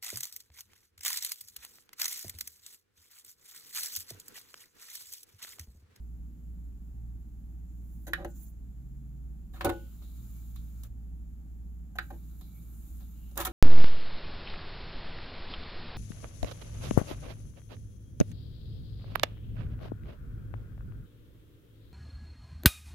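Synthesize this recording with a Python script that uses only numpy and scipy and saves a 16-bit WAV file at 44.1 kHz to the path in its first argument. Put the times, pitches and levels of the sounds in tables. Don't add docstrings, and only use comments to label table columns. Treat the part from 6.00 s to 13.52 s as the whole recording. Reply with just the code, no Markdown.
import sys
import numpy as np
from scipy import signal
from scipy.fft import rfft, irfft
from scipy.io import wavfile
from scipy.ndimage import uniform_filter1d, map_coordinates

SR = 44100
rng = np.random.default_rng(int(sys.argv[2]) if len(sys.argv) > 2 else 0)


def dump(signal):
    limited = np.clip(np.atleast_2d(signal).T, -1, 1)
    pcm = np.round(limited * 32767).astype(np.int16)
    wavfile.write(sys.argv[1], SR, pcm)


N = 331632
SIDES = np.array([[.5], [-.5]])


def from_db(db):
    return 10 ** (np.asarray(db) / 20)


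def rms_one(x):
    return x / np.sqrt(np.mean(x ** 2) + 1e-20)


EDGE_S = .04


def in_time(spans):
    rows = []
    for span in spans:
        silence = [-120] * (len(span[0]) - 1)
        rows.append((span[0][0] - EDGE_S, *silence))
        rows.extend(span)
        rows.append((span[-1][0] + EDGE_S, *silence))
    s, *columns = np.transpose(rows)
    return [np.interp(np.arange(N) / SR, s, column) for column in columns]


def at_hz(points, size):
    hz, value = np.transpose(points)
    return np.interp(np.log(np.fft.rfftfreq(size, 1 / SR) + 1), np.log(hz + 1), value)


def drift(rate):
    knots = int(N / SR * rate * 2) + 4
    return map_coordinates(rng.standard_normal(knots), [np.linspace(1, knots - 2, N)], order=3)


def stereo_noise(spectrum, alike, size=N):
    mid, side = rfft(rng.standard_normal((2, size)))
    both = np.sqrt(1 + alike) * mid + np.sqrt(1 - alike) * side * [[1], [-1]]
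    return rms_one(irfft(both * from_db(at_hz(spectrum, size)), size))


def resonance(x, hz, width_hz):
    r = np.exp(-np.pi * width_hz / SR)
    return rms_one(signal.lfilter([1, 0, -1], [1, -2 * r * np.cos(2 * np.pi * hz / SR), r * r], x))


# f/Hz, relative density/dB per Hz
RUMBLE_COLOUR = [(15, -42), (28, -10), (42, 4.5), (51, -13.5), (59, -2.5), (72, -5.5), (90, -13.5),
                 (106, -11), (135, -16.5), (175, -8), (225, -16.5), (310, -21.5), (400, -36.5), (550, -66)]
# f/Hz, relative density/dB per Hz
HISS_COLOUR = [(220, -22), (380, -2), (550, -8), (780, -7), (1000, -13.5), (1300, -12), (2000, -18),
               (5900, -25), (6200, -21.5), (7200, -18), (8350, -29.5), (10000, -23.5), (11000, -17),
               (15650, -15.5), (15800, -54.5)]
# f/Hz, left minus right level/dB
HISS_BALANCE = [(1000, 2), (2400, 0), (3800, 5.5), (5500, -3), (6600, 1), (8000, 7), (10500, 9.5),
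                (15000, 1.5)]
# f/Hz, correlation/1
ROOM_CORRELATION = [(30, 1), (300, 0.91), (640, 0.2), (1400, 0.028), (3000, 0.011)]
RUMBLE_DB, HISS_DB = -50, -73


def room_noise():
    alike = at_hz(ROOM_CORRELATION, N)
    hiss = stereo_noise(HISS_COLOUR, alike)
    hiss = irfft(rfft(hiss) * from_db(SIDES * at_hz(HISS_BALANCE, N)), N)
    return from_db(RUMBLE_DB) * stereo_noise(RUMBLE_COLOUR, alike) + from_db(HISS_DB) * hiss


# f/Hz, rms level/dB, wavering per unit drift/dB
HUM_TONES = [(58.46, -43.5, -1.3), (115.8, -65, 8), (118.3, -73, 1), (159.6, -63, 1), (232.1, -69.5, 3),
             (531, -89, 1.5), (790, -92, -3.5)]
DRONE_PEAK_S, DRONE_RISE_S, DRONE_FALL_S = 2.95, 0.26, 0.48
DRONE_DB, DRONE_SWELL_DB = -51, 13
DRONE_HZ, DRONE_GLIDE_HZ_PER_S = 137, 45


def hum():
    t = np.arange(N) / SR
    tones = 0
    for hz, db, waver_db in HUM_TONES:
        level_db = db + waver_db * drift(2.8)
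        tones += from_db(level_db) * np.sin(2 * np.pi * (hz * t + rng.random()))
    early, late = np.maximum(DRONE_PEAK_S - t, 0), np.maximum(t - DRONE_PEAK_S, 0)
    away = early / DRONE_RISE_S + late / DRONE_FALL_S
    drone_hz = DRONE_HZ - DRONE_GLIDE_HZ_PER_S * early
    drone = from_db(DRONE_DB - DRONE_SWELL_DB * away ** 2) * np.sin(2 * np.pi * np.cumsum(drone_hz) / SR)
    return np.sqrt(2) * (tones + drone)


BENCH_T60_S = .17


def bench(x):
    t = np.arange(SR // 2) / SR
    tail = stereo_noise([(200, -8.5), (2500, -2), (16000, -10.5)], 0, size=len(t))
    tail = tail * from_db(-60 * t / BENCH_T60_S) * (t > .004)
    return signal.fftconvolve(x, tail / np.sqrt(np.sum(tail[0] ** 2)), axes=1)[:, :N]


# t/s, duller part level/dB, brighter part level/dB
BRUSH_LEVELS = [
    [(1.68, -83, -90), (1.862, -81, -71.5), (2.06, -80, -71)],
    [(2.28, -76, -69), (2.332, -74.5, -75), (2.36, -67.5, -64), (2.462, -67.5, -57.5), (2.51, -79, -74),
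     (2.574, -84, -89)],
]
# f/Hz, relative density/dB per Hz
DULL_COLOUR = [(4000, -18.5), (5100, -16), (6900, 1), (7600, -2), (8400, -12), (9000, -38)]
BRIGHT_COLOUR = [(8000, -22), (8800, -8.5), (10600, 0), (13000, -4), (15600, 5.5), (15800, -44)]


def brushing():
    hand = 0
    for db, colour in zip(in_time(BRUSH_LEVELS), [DULL_COLOUR, BRIGHT_COLOUR]):
        hand += from_db(db + 2.5 * drift(24.0)) * stereo_noise(colour, 0.085)
    return from_db(-6 * SIDES) * hand


# start t/s, stop t/s, rub level/dB, extra level of resonances above 8 kHz/dB
TRAY_TRAVELS = [(3.537, 4.871, -67.5, 2.5), (6.02, 7.38, -69, 8)]
# f/Hz, relative density/dB per Hz
RAIL_COLOUR = [(500, -15.5), (1000, -10.5), (1900, -14.5), (2900, -12.5), (4500, -12.5), (5900, -14),
               (6500, -7), (7200, -4.5), (8400, -13.5), (9300, -7), (10600, -6), (13700, -3.5), (15650, 2),
               (15800, -47)]
# f/Hz, width/Hz, level/dB, swell level/dB, place/1, span/1
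RAIL_RESONANCES = [(1337, 230, -82, 3, .48, 0.12), (2305, 81, -91, 10.5, .6, 0.07),
                   (2850, 390, -96, 19, 0.04, 0.22), (3770, 490, -85.5, 2.5, 0.54, 0.5),
                   (9700, 540, -91, 12, 0.39, 0.13), (12000, 850, -82.5, 6, 0.52, 0.27)]
# t/s, f/Hz, level/dB, t60/s
CATCH_SCUFFS = [(3.715, 3060, -65.5, 0.67), (4.022, 3840, -69.5, 0.74), (4.562, 3680, -62.5, 0.18),
                (6.414, 3950, -68, 0.4), (7.005, 3700, -70, 0.26)]
BIND_PLACE = [0.54, 0.36]
# level/dB on the way out, then in
START_RUB_DB = [2.5, 1]
BIND_SPAN, BIND_DB, START_FADE_S = .14, 4, 0.096
LATCH_LAG_S = 0.11
SCUFF_WIDTH_HZ = 500


def slide():
    t = np.arange(N) / SR
    (out_s, open_s, _, _), (in_s, shut_s, _, _) = TRAY_TRAVELS
    place = np.interp(t, [out_s + LATCH_LAG_S, open_s, in_s, shut_s], [0, 1, 1, 0])
    rub_db, top_db = in_time([[(start, *db), (stop, *db)] for start, stop, *db in TRAY_TRAVELS])
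    moving_db = np.minimum(top_db, 0)

    bind = np.exp(-((place - np.where(t < in_s, *BIND_PLACE)) / BIND_SPAN) ** 2)
    since_start = np.maximum(t - np.where(t < open_s, out_s, in_s), 0)
    start_db = np.where(t < open_s, *START_RUB_DB) * np.exp(-since_start / START_FADE_S)
    rub_db = rub_db + BIND_DB * bind + start_db + .8 * drift(25)
    out = from_db(rub_db) * stereo_noise(RAIL_COLOUR, 0.074)

    white = stereo_noise([(300, 0.0038), (16000, 0.044)], 0.2)
    for hz, width_hz, db, swell_db, at, span in RAIL_RESONANCES:
        level_db = db + swell_db * np.exp(-((place - at) / span) ** 2)
        level_db = level_db + (top_db if hz > 8000 else moving_db) + 2.5 * drift(12.)
        out += from_db(level_db) * resonance(white, hz, width_hz)
    for s, hz, db, t60 in CATCH_SCUFFS:
        decay = (t > s) * from_db(db - 60 * np.abs(t - s) / t60)
        out += decay * resonance(white, hz, SCUFF_WIDTH_HZ)
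    return out


# t/s, peak level before onset and decay/dB
JOLTS = [(2.251, -63), (3.649, -34.5), (7.452, -66)]
SPRING_HZ, SPRING_T60_S = 1473, .33


def spring():
    start_s, peak_db = np.transpose(JOLTS)[:, :, None]
    since = np.maximum(np.arange(N) / SR - start_s, 0)
    swing = from_db(peak_db - 60 * since / SPRING_T60_S) * (1 - np.exp(-since / .003))
    return np.sum(swing * np.sin(2 * np.pi * SPRING_HZ * since), axis=0) * from_db([[-1.], [1.]])


def ringing(modes, chatter, share, lag_ms):
    hz, db, t60 = np.transpose(modes)[:, :, None]
    t = np.arange(len(chatter)) / SR
    shared, own = rng.normal(0, 1.5, hz.shape), rng.normal(0, 2.5, (2, *hz.shape))
    shake = np.abs(np.exp(-2j * np.pi * hz * t[:2000]) @ chatter[:2000])[:, None]
    db = db - 20 * np.log10(np.clip(rms_one(shake), .3, 3))
    turn = (-1) ** np.arange(len(hz))[:, None]
    sides = []
    for late_ms, tint_db in zip([lag_ms, 0], own):
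        since = np.maximum(t - late_ms / 1000, 0)
        level_db = db + shared + tint_db - 60 * since / (share * t60)
        sides.append(np.sum(turn * from_db(level_db) * np.sin(2 * np.pi * hz * since), axis=0))
    out = signal.fftconvolve(sides, chatter[None], axes=1)[:, :len(t)]
    return out / np.sqrt(uniform_filter1d(np.mean(out ** 2, axis=0), size=530).max())


# f/Hz, level/dB, free t60/s
PANEL_MODES = [(748, 3, 0.11), (834, -8, 0.2), (745, -12.5, 0.096), (1041, -8, 0.11)]
CASE_MODES = [(92, -9, .3), (140, -14, .25), (255, -11, .2), (287, -7, .2), (328, -4, .3), (345, 0, .3),
              (395, -13, .15), (447, -14, .3), (466, -11, .25), (540, -7, .28), (587, -6, .26),
              (630, -17, .15), (910, -16, .15)]
# f/Hz, relative density/dB per Hz
LOOSE_COLOUR = [(200, -56), (500, -33.5), (1200, 7.5), (2500, 1), (4200, -3), (6000, -19)]
RISE_MS, RISE_SHARE = .3, 0.047


def contacts(rows, plastic, crack_colour, lag_ms, clatter_db):
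    out, ms = np.zeros((2, N + SR)), np.arange(SR // 3) * 1000 / SR
    for s, crack_db, plastic_db, panel_db, case_db, hold_ms, t60_ms, share in rows:
        rise_ms = RISE_MS + RISE_SHARE * hold_ms
        after_hold_ms = np.maximum(ms - rise_ms - hold_ms, 0)
        shape = np.minimum(ms / rise_ms, 1) * from_db(-60 * after_hold_ms / t60_ms)
        chatter = shape * from_db(3.32 * rng.exponential(1, len(ms))) * rng.standard_normal(len(ms))
        chatter[round(rise_ms * SR / 2000)] += 20. / rise_ms

        sound = from_db(crack_db) * shape * stereo_noise(crack_colour, 0.16, size=len(ms))
        slower = signal.lfilter([.006], [1, -.994], shape)
        clatter = slower / slower.max() * stereo_noise(LOOSE_COLOUR, 0.14, size=len(ms))
        sound += from_db(plastic_db + clatter_db) * clatter
        for modes, db in [(plastic, plastic_db), (PANEL_MODES, panel_db), (CASE_MODES, case_db)]:
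            sound += from_db(db) * ringing(modes, chatter, share, lag_ms)
        start = round(s * SR)
        out[:, start:start + len(ms)] += sound
    return out[:, :N]


# t/s, crack level/dB, plastic level/dB, front panel level/dB, case level/dB, hold/ms, chatter t60/ms,
# share of the free ring time/1
BUTTON_CONTACTS = [(2.0677, -51.5, -52, -53.5, -46, 13.5, 74, 0.52),
                   (2.1334, -37, -26, -55.5, -50.5, 0.98, 16, 0.99),
                   (2.172, -75, -58, -49, -45, 51, 60, 0.45),
                   (2.2465, -51, -44.5, -40.5, -37.5, 2, 32, 0.53),
                   (5.9546, -59.5, -57.5, -50.5, -64.5, 9, 25, 0.58),
                   (5.9851, -48, -28.5, -46.5, -55.5, 1.3, 21.6, 0.88),
                   (6.1037, -64, -54, -46.5, -47.5, 7.8, 17, 0.45), (6.125, -75, -70, -78, -56, 16, 80, .4)]
# f/Hz, level/dB, free t60/s
BUTTON_MODES = [(1250, -3, .045), (1400, -4, .03), (1534, 0, .045), (1640, 1, .045), (1810, -3, .045),
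                (2000, -11, .05), (2290, -16, .04), (2580, -12, .035), (2960, -13, .035), (3350, -16, .03),
                (3660, -17, .025), (3950, -10, .03), (4750, -22, .025)]
# f/Hz, relative density/dB per Hz
BUTTON_CRACK = [(1500, -24), (2700, -12.5), (3900, -9.5), (5000, -14.5), (6400, 2), (7500, -5), (8700, -16),
                (10000, 0.5), (12200, 4.5), (13600, -0.5), (15600, -3), (15900, -20), (16500, -26.5)]


def button_presses():
    return contacts(BUTTON_CONTACTS, BUTTON_MODES, BUTTON_CRACK, lag_ms=0.14, clatter_db=-9)


# t/s, crack level/dB, plastic level/dB, front panel level/dB,
# case level/dB, hold/ms, chatter t60/ms, share of the free ring time/1
TRAY_CONTACTS = [(3.536, -78, -61, -58.5, -64.5, 14, 84, 0.95),
                 (3.5576, -68.5, -59, -70, -62.5, 8., 170, 1.3),
                 (3.6083, -52, -34.5, -44, -46.5, 1.3, 47, 0.84),
                 (3.6422, -65, -40, -31.5, -28, 24., 48, 0.85), (3.6463, -32, -41, -41.5, -33, 3.9, 16, .8),
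                 (3.652, -41, -45, -31, -56, 6, 31.4, 0.35), (3.692, -44.5, -37.5, -36.5, -36, 8, 13, 1.1),
                 (4.02, -79.5, -69, -70, -66.5, 7.6, 74, 0.15), (4.5587, -55.5, -61, -76, -84, 4, 24, 0.73),
                 (4.8341, -48.5, -66.5, -77, -71, 1.8, 42, 0.61),
                 (4.847, -76.5, -64.5, -77, -69, 5.2, 40, 0.31),
                 (6.4103, -57, -64, -70, -68, 2.6, 34, 0.71), (7.0, -72.5, -73.5, -72.5, -73, 22, 55, .5),
                 (7.3116, -63, -82, -73, -66, 4.8, 37, 0.56), (7.355, -57, -67, -64, -60.5, 10, 30, 0.59),
                 (7.3711, -51, -47.5, -44, -45, 5.8, 63, 0.4),
                 (7.3753, -27.5, -43, -58, -58, 1.3, 20, 0.59),
                 (7.38, -45, -41.5, -40, -39.5, 15, 36, 0.37), (7.4, -37, -37.5, -45, -46, 12, 103, 0.48),
                 (7.4495, -31, -37.5, -43.5, -63.5, 6, 59, 1.1),
                 (7.466, -38.5, -38.5, -49, -44.5, 6, 35, 1.15)]
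# f/Hz, level/dB, free t60/s
TRAY_MODES = [(950, -4, .04), (1110, -1, .04), (1270, 0, .05), (1400, -2, .04), (1620, -5, .04),
              (1790, -3, .04), (2130, -7, .04), (2300, -10, .035), (2530, -9, .03), (2800, -10, .03),
              (3260, -10, .03), (3750, -7, .035), (4300, -13, .025)]
# f/Hz, relative density/dB per Hz
TRAY_CRACK = [(1500, -46), (2700, -12), (3700, -3.5), (4300, -11), (5900, -9), (7000, -10), (8500, -10.5),
              (10000, -4), (12000, -6), (13600, -1.5), (15600, -5.5), (15900, -20), (16500, -10)]


def tray_knocks():
    return contacts(TRAY_CONTACTS, TRAY_MODES, TRAY_CRACK, lag_ms=0.12, clatter_db=-4)


BENCH_DB = -13


def scene():
    background = room_noise() + hum()
    hand = brushing()
    hits = button_presses() + tray_knocks() + spring()
    return background + hand + slide() + hits + from_db(BENCH_DB) * bench(hits)


# f/Hz, left minus right level/dB
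MIC_LEVEL_DIFFERENCE = [(60, -1.6), (100, -1.5), (240, 1), (1000, -2), (1700, -4), (2400, 3.5),
                        (3800, -3.5), (5200, 4), (6500, 13.5), (7500, 14.5), (8700, -2.5), (9400, -2.5),
                        (10800, 0), (12200, -10.5), (14000, -4)]
# f/Hz, lead of the left/rad
MIC_PHASE_LEAD = [(60, 0.54), (120, 0.65), (200, 0.011), (400, 0.042)]
CUTOFF_HZ = 16900


def record(dry):
    level = from_db(SIDES * at_hz(MIC_LEVEL_DIFFERENCE, N))
    phase = np.exp(1j * SIDES * at_hz(MIC_PHASE_LEAD, N))
    heard = irfft(rfft(dry) * level * phase, N)
    return signal.sosfilt(signal.cheby2(12, 70, CUTOFF_HZ, fs=SR, output="sos"), heard)


dry = scene()
out = record(dry)
dump(out)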